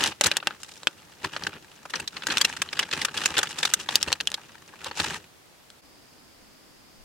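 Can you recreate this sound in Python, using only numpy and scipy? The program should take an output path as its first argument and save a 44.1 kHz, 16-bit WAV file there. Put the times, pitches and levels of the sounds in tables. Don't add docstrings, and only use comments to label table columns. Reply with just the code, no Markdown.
import sys
import numpy as np
from scipy import signal
from scipy.fft import rfft, irfft
from scipy.io import wavfile
from scipy.ndimage import uniform_filter1d

SR = 44100
rng = np.random.default_rng(int(sys.argv[2]) if len(sys.argv) > 2 else 0)


def bounce(signal):
    frames = np.transpose(np.atleast_2d(signal))
    limited = np.clip(frames, -1, 1)
    pcm = np.round(limited * 32767).astype(np.int16)
    wavfile.write(sys.argv[1], SR, pcm)


N = 310464
TIME = np.arange(N) / SR

# f/Hz, level/dB
SNAP_TONE = [(30, -44), (100, -20.5), (400, -11), (570, -4), (660, -14), (820, -4), (1050, -7), (1580, -1),
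             (2170, -6), (2900, -1), (4700, -4.5), (7800, -8), (11000, -17.5), (16000, -30.5)]


def snap(give_s, facet_hz, weight_db, hollow_db, fizz_db, ring_s=0.027, sudden_s=0.0019, size=4096):
    t = np.arange(size) / SR
    hz = bins(t)
    run_s = 2 * max(give_s - 0.0014, 0)
    swell_db = -60 * np.maximum(t - run_s, 0) / ring_s - 5 * np.maximum(1 - t / (run_s + 1e-5), 0)
    slips_db = 1.5 * unit(uniform_filter1d(rng.standard_normal(size), size=30))
    ring = unit(spread(rng.standard_normal((2, size)) * from_db(swell_db + slips_db)))
    lag = rng.uniform(-0.66, 1) * np.array([[1], [-1]])
    crack = unit(np.sinc(np.arange(size) - 8 + lag)) * rng.choice([-1, 1])
    crack_share = np.clip(1 - give_s / sudden_s, 0.02, 0.9)
    flip = np.sqrt(crack_share) * from_db(4) * crack + np.sqrt(1 - crack_share) * ring
    tone = [(250, weight_db / 2 - 0.5), (950, weight_db), (1650, hollow_db),
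            (3000, 0.0034), (4400, 0), (7500, fizz_db)]
    widths_away = np.log2((hz + 1) / facet_hz) / 0.098
    main_db = 8.5 * (1 / (1 + widths_away ** 2) - 0.057 / (1 + (widths_away / 5) ** 2))
    ripple = uniform_filter1d(rng.standard_normal(len(hz)), size=40)
    lesser_db = 2.5 * unit(uniform_filter1d(ripple, size=25))
    return unit(colour(flip, read(SNAP_TONE, hz) + read(tone, hz) + main_db + lesser_db))


# t/s, relative level/dB, time to give way/s, facet pitch f/Hz, low-end weight/dB, high fizz/dB
SNAPS = [(0.0214, -22, 0.015, 2910, 7, -15), (.039, -20, 0.0007, 2900, -19, 0),
         (0.06, -29, 0.0013, 3970, 0, -1), (0.075, -27.5, 0.00099, 3930, -13, 5.5),
         (0.117, -34.5, 0.0045, 2610, 4, -23), (0.2107, -16, 0.0017, 3020, 9.5, 4.5),
         (.2383, -24, .0004, 3920, -17, -1), (0.2387, -19, .004, 4030, 1.5, 4),
         (0.2593, -19.5, 0.0021, 4060, 6, -2), (0.2627, -17, 0.0045, 1940, 2.5, 6.5),
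         (0.3149, -20, .0016, 2450, -7.5, -7), (0.369, -19.5, 0.0011, 3600, -2, 5.5),
         (0.4016, -38.5, 0.0018, 2780, -2, -24), (.427, -35.5, 0.0019, 1790, 14, -18),
         (.4717, -19, 0.0012, 2700, 2, -5), (0.5076, -35, 0.0015, 1620, 13, -14),
         (.6325, -36, 0.0016, 7640, 2.5, 4), (0.8325, -39.5, 0.0013, 4000, 9, 2),
         (.8716, -16, 0.001, 2600, -3.5, -9.5), (1.244, -24.5, 0.0029, 1053, 11, -5),
         (1.364, -28, 0.0019, 1440, 12.5, -10.5), (1.4372, -32, 0.00064, 5550, -4, -3),
         (1.4671, -23.5, 0.0031, 1580, 5, -9.5), (1.8533, -37, 0.0034, 1480, 19, -2),
         (1.898, -37.5, 0.0061, 2440, 2, 3), (1.9366, -25, 0.0029, 1800, 9.5, -14),
         (1.955, -28, 0.0032, 5800, -2, -6), (1.9991, -30, 0.003, 2700, 8, 5),
         (2.076, -27.5, .0025, 3700, -8, 1.5), (2.1668, -31.5, 0.0027, 2900, 0, -12),
         (2.221, -36, 0.0022, 3420, 1, -25), (2.234, -34.5, 0.0029, 2970, 3, -8),
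         (2.269, -22.5, 0.0017, 6660, -2.5, 1.5), (2.301, -24, 0.0041, 1660, -16, -33),
         (2.32, -29, 0.0032, 3320, -10, -7), (2.3716, -19, 0.0015, 3980, -9, -3),
         (2.3814, -22, 0.0015, 3400, 0, 5), (2.4124, -15.2, 0.0027, 4630, -6, 4),
         (2.4472, -15.5, 0.0036, 2800, -5.5, -0.5), (2.5654, -32, 0.0041, 1840, -4, -4.5),
         (2.6181, -20.5, 0.0025, 2600, 2.5, 2.5), (2.689, -37, 0.0011, 3100, -12, -38),
         (2.729, -28, 0.0032, 2280, -6, -6.5), (2.7692, -33.5, 0.0048, 3340, 0, -7),
         (2.7915, -17.5, 0.0035, 3030, -6, -1.5), (2.8278, -27, 0.0036, 2000, -3, -15),
         (2.9121, -30, .0024, 4170, -5, -9), (2.928, -22, 0.0056, 2540, -4.5, -9.5),
         (3.0153, -24.5, 0.0026, 1850, -12.5, -6), (3.0486, -19.5, 0.0024, 3020, -4.5, 3),
         (3.084, -32.5, 0.0028, 1560, 11, -15), (3.174, -24.5, 0.0039, 1600, -10, -7.5),
         (3.2161, -29.5, 0.0023, 1710, 9, -18), (3.2375, -31, 0.0016, 2710, -2, -8),
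         (3.2577, -16, 0.0024, 6900, -5.5, -1), (3.368, -21, 0.0043, 1550, -7, -13),
         (3.3797, -19.5, 0.0022, 3620, 3, 2.5), (3.388, -18.5, 0.0028, 3550, 9, 0.5),
         (3.43, -22, 0.0024, 1280, 5, 1.5), (3.471, -34.5, .002, 3500, -5, -17),
         (3.586, -28.5, 0.0027, 5150, -9, -1.5), (3.6294, -19.5, 0.0027, 3420, 0.5, -4.5),
         (3.6515, -18.5, 0.003, 3500, 1, -2), (3.737, -14.5, 0.0023, 6300, -4, 6.5),
         (3.8881, -23, 0.0027, 3400, 9, -7), (3.9562, -10.5, 0.001, 4600, -22.5, 2.5),
         (4.0117, -34.5, .0023, 2650, 3, -11), (4.0285, -20, 0.001, 5270, -9, 4.5),
         (4.0772, -28, .005, 2680, 13, -4), (4.1038, -37, .0013, 1800, 9, -11),
         (4.1194, -28.5, 0.0015, 4000, 16, -1), (4.1279, -17.5, 0.0012, 3980, -8, -4.5),
         (4.2029, -28, 0.0018, 2690, -8, -20), (4.2092, -26.5, 0.0011, 2650, -2, -3),
         (4.2728, -20, 0.001, 2940, -11.5, -3.5), (4.3025, -44, .0006, 3640, -8, 6),
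         (4.3176, -33, 0.00055, 3850, 0.5, 4), (4.3412, -24.5, 0.0019, 3800, -5, -2),
         (4.3747, -41.5, 0.0057, 1640, 23, -10), (4.7362, -45.5, .003, 1080, 25, -14),
         (4.845, -35.5, 0.00065, 4030, -3, 2.5), (4.8613, -30.5, 0.0057, 870, 12.5, -5),
         (4.912, -33.5, 0.0027, 2030, 6, -15), (4.9995, -21, 0.0028, 2680, 4.5, -6.5),
         (5.7025, -47.5, .0007, 4440, -9, 0)]
# t/s, level/dB
HOLLOWNESS = [(0, 0.5), (1.9, 0.5), (2.3, 5.5), (3.7, 3), (4.0, -2.5), (5.2, -1.5)]


def creases(level_db=-9.5, middle_facet_hz=2960):
    out = np.zeros((2, N))
    for s, db, give_s, facet_hz, weight_db, fizz_db in SNAPS:
        bag_db = np.interp(s, *np.transpose(HOLLOWNESS))
        hollow_db = bag_db + 0.5 * weight_db - 1.5 * np.log2(facet_hz / middle_facet_hz)
        add(out, s, from_db(db + level_db) * snap(give_s, facet_hz, weight_db, hollow_db, fizz_db))
    return out


# start t/s, length/s, relative rubbing level/dB, brightness/dB, push on the bag (added to the level)/dB
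STROKES = [(0, 0.081, -27.5, 7.5, -10), (0.241, 0.037, -30, 3, -5.5), (0.316, 0.055, -39, -3, -11),
           (0.463, 0.061, -43, -6, -6), (0.604, 0.2, -55.5, 16, -16), (1.239, 0.024, -34.5, 0, -11),
           (1.332, 0.041, -39, 3, -8), (1.42, 0.063, -41.5, 1, -1), (1.527, 0.039, -41, -16, -9.5),
           (1.949, 0.071, -39, 1, -2), (2.293, 0.043, -28.5, 2, -7.5), (2.37, 0.17, -36, 4.5, -14),
           (2.798, 0.018, -35, 1, -11), (2.932, 0.097, -33, 4.5, -10), (3.15, 0.13, -35, 8, -12),
           (3.306, 0.14, -34.5, 3, -12), (3.473, 0.041, -41.5, 13.5, -17), (3.585, 0.12, -38, 11, -15),
           (3.802, 0.0092, -36.5, 11.5, -24), (3.913, 0.047, -35, 8, -12), (4.022, 0.0073, -38, 10, -12),
           (4.077, 0.056, -40.5, 3, -4), (4.219, 0.012, -52, -6, 11.5), (4.282, 0.05, -44, -6, -9),
           (4.83, 0.055, -40.5, 3.5, -9), (4.974, 0.069, -31, 8, -16.5), (5.059, 0.1, -33, 6, -8)]
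GRIPS = [(0, 5.25, -56.5, 8, -3), (2.132, 2, -45.5, 4.5, -5), (4.386, 0.82, -53, -14, -7)]


def hand(attack_s=0.011, release_s=0.018, settle_s=0.023):
    t = np.linspace(0, N / SR, 5000)
    start, length, db, bright_db, push_db = np.transpose(STROKES + GRIPS)[:, :, None]
    before, after = np.maximum(start - t, 0), np.maximum(t - start - length, 0)
    rub = from_db(db) * np.exp(-np.minimum(before / attack_s + after / release_s, 20))
    bump = from_db(db + push_db) * np.exp(-np.minimum(before / attack_s + after / settle_s, 20))
    treble = rub * from_db(bright_db)
    powers = [(x ** 2).sum(0) for x in (rub, bump, treble)]
    rub_db, bump_db, treble_db = (np.interp(TIME, t, 10 * np.log10(power)) for power in powers)
    return rub_db, bump_db, treble_db - rub_db


def crinkles(rub_db, ring_s=0.024, facets=12, size=1024):
    t, out = np.arange(size) / SR, np.zeros((2, N))
    ticks_per_s = 380 * from_db(0.43 * (rub_db + 35))
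    for facet_hz in np.geomspace(1000, 7000, facets):
        strengths = from_db(3.5 * np.minimum(rng.exponential(1, N), 3)) / np.sqrt(ticks_per_s)
        ticks = (rng.random(N) < ticks_per_s / facets / SR) * strengths
        ring = rng.standard_normal((2, size)) * from_db(-60 * t / ring_s)
        ring[0, 0] += 4
        octaves_away = np.log2((bins(t) + 1) / facet_hz)
        ring = colour(ring, 8 * np.exp(-(2 * octaves_away) ** 2))
        out += signal.oaconvolve(ticks[None], unit(ring), axes=1)[:, :N]
    return unit(out)


# f/Hz, level/dB
RUB_TONE = [(60, -43), (250, -7.5), (500, -4), (680, -7.5), (880, 0), (1080, -6), (1600, -2), (2150, -7.5),
            (2850, -4), (4500, -13.5), (7900, -18), (11000, -29), (16000, -42)]


def rubbing(rub_db, bright_db, level_db=-2, slide_db=-5, catch_db=3, treble_hz=4500):
    hz = bins(TIME)
    slide = from_db(slide_db) * unit(rng.standard_normal((2, N)) * from_db(catch_db * wander(per_s=66)))
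    rub = unit(colour(spread(crinkles(rub_db) + slide), read(RUB_TONE, hz)))
    treble = irfft(rfft(rub) * (1 - 1 / (1 + (hz / treble_hz) ** 4)), N)
    rub = rub + treble * (from_db(bright_db) - 1)
    return rub * from_db(level_db + rub_db)


# f/Hz, level/dB
BUMP_TONE = [(25, -27), (48, -13), (90, -3.5), (130, -5.5), (175, -0.5), (240, -5.5), (380, -4.5),
             (700, -18.5), (2000, -39)]


def bumping(bump_db, level_db=-3, lumpy_db=2.5):
    pushes = spread(rng.standard_normal((2, N))) * from_db(lumpy_db * wander(per_s=25))
    return unit(colour(pushes, read(BUMP_TONE, bins(TIME)))) * from_db(level_db + bump_db)


# t/s, relative level/dB
THUMPS = [(.078, -46), (.259, -38.5), (1.255, -44), (4.072, -42.5), (5.001, -39)]


def thumps(level_db=-1.5, rise_s=0.0019, decay_s=0.076, size=4096):
    t, out = np.arange(size) / SR, np.zeros((2, N))
    envelope = from_db(-60 * t / decay_s) * np.minimum(t / rise_s, 1)
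    for s, db in THUMPS:
        puff = spread(rng.standard_normal((2, size))) * envelope
        add(out, s, from_db(db + level_db) * unit(colour(puff, read(BUMP_TONE, bins(t)))))
    return out


def cabin_echo(sound, level_db=-23, decay_s=0.11, delay_s=0.0056, size=8192):
    t = np.arange(size) / SR
    envelope = from_db(-60 * t / decay_s) * np.clip(t / delay_s - 1, 0, 1)
    tail = unit(spread(rng.standard_normal((2, size))) * envelope) / np.sqrt(size)
    tail = colour(tail, read([(200, 13), (1500, 2), (5000, -49), (14000, -24)], bins(t)))
    return from_db(level_db) * signal.oaconvolve(sound, tail, axes=1)[:, :N]


# f/Hz, level/dB
CABIN_AIR = [(15, -102), (25, -11), (113, -1), (324, -2.5), (881, -5), (1150, -7), (1730, -8), (4690, -11),
             (15800, -21)]
# f/Hz, level/dB
EVENING_AIR = [(15, -39), (25, -12), (184, -8), (261, -5), (316, -6.5), (352, -9), (437, -10.5), (710, -12),
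               (2090, -17), (3880, -19), (4950, -20.5), (6660, -21.5), (15800, -29.5)]


def air(tone, level_db, shared):
    left, right, both = rng.standard_normal((3, N))
    hiss = np.array([left, right]) + shared * both
    return from_db(level_db) * unit(colour(hiss, read(tone, bins(TIME))))


def insects(level_db=-63.5, pitch_hz=4900, half_width_hz=520):
    band = 1 / (1 + ((bins(TIME) - pitch_hz) / half_width_hz) ** 4)
    return from_db(level_db) * unit(irfft(rfft(rng.standard_normal((2, N))) * band, N))


# t/s, level/dB
BREEZE = [(6.3, -80), (6.43, -63), (6.62, -81), (6.9, -74), (7.02, -54)]


def breeze():
    tone_db = read([(15, 1), (55, 2), (90, -7), (300, -38)], bins(TIME))
    rumble = unit(colour(rng.standard_normal((2, N)), tone_db))
    return rumble * from_db(np.interp(TIME, *np.transpose(BREEZE)))


# f/Hz, level/dB of the side signal against the middle
STEREO_WIDTH = [(40, -10), (200, -20.5), (700, -11), (1500, -7), (3000, -4.5), (6000, -1.5), (12000, -0.5)]


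def spread(pair):
    side = irfft(rfft(pair[1]) * from_db(read(STEREO_WIDTH, bins(pair))), pair.shape[-1])
    return np.array([pair[0] + side, pair[0] - side])


def colour(x, db):
    log_gain = np.log(from_db(db))
    mirrored = np.concatenate([log_gain, log_gain[-2:0:-1]])
    response = np.exp(np.conj(signal.hilbert(mirrored)))[:len(db)]
    return irfft(rfft(x) * response, x.shape[-1])


def read(points, hz):
    f, db = np.transpose(points)
    return np.interp(np.log(hz + 1), np.log(f + 1), db)


def wander(per_s):
    return unit(irfft(rfft(rng.standard_normal(N)) / (1 + (bins(TIME) / per_s) ** 4), N))


def bins(x):
    return np.fft.rfftfreq(x.shape[-1], 1 / SR)


def from_db(db):
    return 10 ** (np.asarray(db) / 20)


def unit(x):
    return x / np.sqrt(np.mean(x ** 2) + 1e-20)


def add(mix, s, sound):
    part = mix[:, max(round(s * SR), 0):][:, :sound.shape[1]]
    part += sound[:, :part.shape[1]]


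def scene(cut_s=5.825, fade_s=0.019, left_db=0.38):
    rub_db, bump_db, bright_db = hand()
    bag = creases() + rubbing(rub_db, bright_db) + bumping(bump_db) + thumps()
    bag *= from_db([[left_db], [-left_db]])
    inside = bag + cabin_echo(bag) + air(CABIN_AIR, level_db=-54.5, shared=0.3)
    outside = insects() + breeze() + air(EVENING_AIR, level_db=-54, shared=0.4)
    place = np.clip((TIME - cut_s) / fade_s + 0.5, -1, 1)
    return inside * np.sqrt(np.maximum(-place, 0)) + outside * np.sqrt(np.maximum(place, 0))


def record(dry, top_hz=16000):
    low_pass = signal.firwin(511, top_hz, window=("kaiser", 9), fs=SR)
    return signal.oaconvolve(np.clip(dry, -1, 1), low_pass[None], "same")


dry = scene()
out = record(dry)
bounce(out)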